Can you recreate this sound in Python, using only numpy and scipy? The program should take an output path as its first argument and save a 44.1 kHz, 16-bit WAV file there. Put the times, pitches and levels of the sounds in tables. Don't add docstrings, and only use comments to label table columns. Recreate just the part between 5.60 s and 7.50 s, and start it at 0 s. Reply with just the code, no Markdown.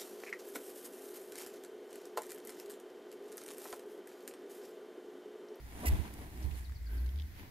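import sys
import numpy as np
from scipy import signal
from scipy.fft import rfft, irfft
from scipy.io import wavfile

SR = 44100
rng = np.random.default_rng(int(sys.argv[2]) if len(sys.argv) > 2 else 0)


def materialize(psi):
    bounded = np.clip(np.atleast_2d(psi).T, -1, 1)
    quanta = np.round(bounded * 32767).astype(np.int16)
    wavfile.write(sys.argv[1], SR, quanta)


N = 83790
T = np.arange(N) / SR
F = np.maximum(np.arange(N // 2 + 1) * SR / N, 1)
PORT_LAG_S = 0.0002587


def undb(db):
    return 10 ** (np.asarray(db) / 20)


def unit(x):
    return x / np.sqrt(np.mean(x ** 2))


def curve(rows):
    times, values = np.array(rows).T
    return np.interp(T, times, values)


def colour(rows):
    hz, db = np.array(rows).T
    return np.interp(np.log(F), np.log(hz), db)


def resonances(rows):
    return sum(undb(db) / (1 + (2 * (F - hz) / width) ** 2) for hz, width, db in rows)


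def pan(db):
    return undb(np.array([[.5], [-.5]]) * db)


def noise(gain, coherence=0, lag=0):
    share = np.clip(coherence, 0, 1)
    white = rfft(rng.standard_normal((3, N)))
    common = white[2] * np.exp(-2j * np.pi * F * np.array([[lag], [0]]))
    spectrum = np.sqrt(share) * common + np.sqrt(1 - share) * white[:2]
    return unit(irfft(spectrum * gain, N))


def flutter(cutoff_hz):
    return unit(irfft(rfft(rng.standard_normal(N)) / (1 + (F / cutoff_hz) ** 4), N))


def envelope(start, attack, hold, decay):
    rise = np.sin(np.pi / 2 * np.clip((T - start) / attack, 0, 1)) ** 2
    return rise * np.exp(-np.maximum(T - start - attack - hold, 0) / decay)


def spit():
    # (frequency [Hz], relative level [dB])
    jet_spectrum = [(400, -35), (900, -9), (1300, 0), (2300, 7), (3600, -4.5), (6000, 2.5), (8000, -0.5),
                    (12800, 4), (14200, -0.5)]
    # (frequency [Hz], left minus right [dB])
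    balance = [(1000, 5), (2400, -5), (4400, 6.5), (7000, 4), (9000, -15.5), (15000, -4.5)]
    # (frequency [Hz], width [Hz], boost [dB])
    beak_modes = [(2000, 96, 19), (2750, 240, 8.5), (7730, 130, 4), (10200, 110, 0), (12900, 350, 9)]
    beak_db = sum(db / (1 + (2 * (F - hz) / width) ** 2) for hz, width, db in beak_modes)
    spectrum = undb(colour(jet_spectrum) + beak_db) * pan(colour(balance))
    jet = noise(spectrum, coherence=0.95, lag=PORT_LAG_S)
    splutter = unit(undb(2 * flutter(440)))
    return undb(-35.7) * jet * splutter * envelope(0.2515, attack=0.009, hold=0.027, decay=0.006)


def chuff():
    # (frequency [Hz], width [Hz], relative level [dB])
    throat_modes = [(340, 360, -4), (720, 110, -3.5), (1090, 380, -9.5)]
    push = envelope(0.23, attack=0.0039, hold=0.024, decay=0.0095)
    return undb(-41) * noise(resonances(throat_modes), coherence=0.91, lag=PORT_LAG_S) * push


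def thump():
    start_s, chest_hz = .2535, 70
    swing = np.sqrt(2) * np.sin(2 * np.pi * chest_hz * (T - start_s))
    return undb(-26.7) * swing * envelope(start_s, attack=.034, hold=.036, decay=.022)


def drum():
    # (time [s], level [dB])
    levels = [(.76, -52.5), (.795, -41), (.89, -52), (.93, -72), (.95, -50), (1.01, -41.5), (1.066, -48),
              (1.122, -36.5), (1.146, -59), (1.163, -37.5), (1.184, -58), (1.205, -43), (1.414, -33),
              (1.486, -34), (1.522, -42.5), (1.545, -34.5), (1.635, -38), (1.665, -43.5), (1.69, -67)]
    # (time [s], frequency [Hz])
    pitch = [(.8, 60), (1.13, 64.5), (1.22, 55.64), (1.33, 56), (1.42, 63.3), (1.5, 62.4), (1.56, 72.25)]
    wobble = 1 + 0.031 * flutter(34)
    phase = 2 * np.pi * np.cumsum(curve(pitch) * wobble) / SR
    hum = np.sin(phase) + undb(-27) * np.sin(2 * phase)
    return unit(hum) * undb(curve(levels))


def rustle():
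    # (peak time [s], rise [s], decay [s], level in each band from low to high [dB])
    movements = [(0.238, 0.11, 0.06, -53, -52.5, -55.5, -56.5, -73),
                 (0.327, 0.12, 0.18, -44.5, -52, -51.5, -56.5, -58.5),
                 (0.452, 0.0058, 0.022, -51, -51, -55.5, -89, -80),
                 (0.618, 0.053, 0.049, -49.5, -56, -59, -62.5, -67),
                 (0.839, 0.18, 0.13, -52, -59.5, -60, -62.5, -65),
                 (0.974, 0.038, 0.058, -75, -62.5, -58, -58.5, -65.5),
                 (1.323, 0.034, 0.25, -55, -65.5, -61.5, -71, -61.5),
                 (1.797, 0.049, 0.047, -56.5, -63.5, -56, -71, -62.5),
                 (1.842, .03, .06, -60, -61, -63, -85, -82)]
    edges = [150, 450, 1300, 7000, 12500, 15800]
    coherences = [0.99, 0.65, 0.25, 0.59, 0.23]
    # (frequency [Hz], relative level [dB])
    rub_spectrum = [(300, -3.5), (520, -13.5), (720, -6.5), (1000, -7), (1300, -15), (1600, -11.5),
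                    (2050, -11.5), (3200, -17), (5000, -24.5), (8500, -32.5), (12600, -30.5),
                    (15800, -39.5)]
    # (frequency [Hz], left minus right [dB])
    balance = [(1000, 0.5), (2400, -1.5), (4400, 5), (7000, 8.5), (9000, -18), (15000, -8)]
    spectrum = undb(colour(rub_spectrum)) * pan(colour(balance))
    grain = unit(undb(2 * flutter(410)))
    out = 0
    for k, coherence in enumerate(coherences):
        band = 1 / (1 + (edges[k] / F) ** 10) / (1 + (F / edges[k + 1]) ** 10)
        power = 0
        for peak, rise, decay, *band_db in movements:
            swell = np.exp(-np.maximum((peak - T) / rise, (T - peak) / decay))
            power += (undb(band_db[k]) * swell) ** 2
        out += noise(spectrum * np.sqrt(band), coherence, PORT_LAG_S) * np.sqrt(power)
    return out * grain


def quills():
    # (time [s], level [dB])
    impacts = [(1.49, -51), (1.559, -55), (1.576, -55), (1.587, -50.5), (1.598, -47), (1.607, -54),
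               (1.62, -51.5)]
    # (frequency [Hz], width [Hz], relative level [dB])
    quill_modes = [(3350, 900, 0), (4900, 1800, -12)]
    knocks = sum(undb(db) * envelope(start, attack=.0008, hold=0, decay=.0024) for start, db in impacts)
    return noise(resonances(quill_modes), coherence=0.2) * knocks * pan(2)


def straw_ticks():
    # (time [s], level [dB], centre frequency [Hz], decay [s], left minus right [dB])
    snaps = [(0.538, -50, 9100, 0.0027, -12), (0.825, -56, 4970, 0.013, 0), (.908, -55.5, 2560, 0.017, 2),
             (1.095, -49.5, 1130, 0.0019, 0), (1.121, -52.5, 1410, 0.0018, -10),
             (1.461, -57, 4300, 0.0065, 6)]
    relative_bandwidth = 0.44
    out = 0
    for start, db, hz, decay, side_db in snaps:
        resonance = 1 / np.hypot(1, (F / hz - hz / F) / relative_bandwidth)
        burst = envelope(start, attack=0.00067, hold=0, decay=decay)
        out += noise(resonance) * burst * undb(db) * pan(side_db)
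    return out


def wind_buffets():
    # (peak time [s], rise [s], decay [s], level of the swing [dB], left minus right [dB])
    eddies = [(0.334, 0.022, 0.021, -25.5, -1.5), (0.398, 0.02, 0.029, -33, -34),
              (0.86, 0.0276, 0.044, -32.5, -14.5)]
    # (frequency [Hz], relative level [dB])
    rumble_spectrum = [(20, -22), (62, -0.5), (110, -10.5), (300, -30), (900, -78)]
    swing_hz = 68.4
    out = 0
    for peak, rise, decay, db, side_db in eddies:
        swing = np.sqrt(2) * np.cos(2 * np.pi * swing_hz * (T - peak))
        rumble = undb(-0.5) * noise(undb(colour(rumble_spectrum)))
        bump = envelope(peak - rise, rise, 0, decay)
        out += (swing + rumble) * bump * undb(db) * unit(pan(side_db))
    return out


def whistle(start, db, length, start_hz, target_hz):
    glide_s, waver = 0.011, .028
    age = np.clip(T - start, 0, length)
    glide = target_hz + (start_hz - target_hz) * np.exp(-age / glide_s)
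    hz = glide * (1 + waver * flutter(221))
    swell = np.sin(np.pi * age / length) ** 2
    return undb(db) * swell * np.sin(2 * np.pi * np.cumsum(hz) / SR)


def small_bird():
    # (time [s], level [dB], frequency at which the fall levels off [Hz])
    falls = [(0.822, -65.5, 3950), (0.926, -65.5, 3750), (1.031, -62.5, 3600), (1.139, -64.5, 3950),
             (1.247, -65, 3950), (1.362, -65, 4000)]
    upnote_lead_s, echo_decay_s = 0.027, .02
    song = 0
    for start, db, target_hz in falls:
        song += whistle(start - upnote_lead_s, db - 8, length=0.02, start_hz=5870, target_hz=9070)
        song += whistle(start, db, length=.044, start_hz=7810, target_hz=target_hz)
    scatter = unit(rng.standard_normal((2, N)) * np.exp(-T / echo_decay_s)) / np.sqrt(N)
    echo = irfft(rfft(song) * rfft(scatter), N)
    return (song + undb(-2) * echo) * pan(10)


def far_tone():
    centre_hz, width_hz = 1560, 170
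    tone = noise(resonances([(centre_hz, width_hz, 0)]))
    return undb(-64.5) * tone * envelope(1.25, attack=0.033, hold=0.076, decay=0.16)


def air():
    # (frequency [Hz], relative level [dB])
    ambient_spectrum = [(20, -2), (50, 0), (85, 3.5), (150, -11), (500, -26), (1200, -31), (2000, -22),
                        (2700, -33), (4500, -31), (9000, -38.5), (13000, -33)]
    corner_hz = 756
    coherence = 0.69 / (1 + (F / corner_hz) ** 2)
    return undb(-51) * noise(undb(colour(ambient_spectrum)), coherence)


def scene():
    display = chuff() + spit() + thump() + drum()
    nearby = wind_buffets() + rustle() + straw_ticks() + quills()
    background = small_bird() + far_tone() + air()
    return display + nearby + background


def record(dry):
    cutoff_hz = 15600
    return signal.sosfilt(signal.ellip(10, .2, 80, cutoff_hz, fs=SR, output="sos"), dry)


dry = scene()
out = record(dry)
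materialize(out)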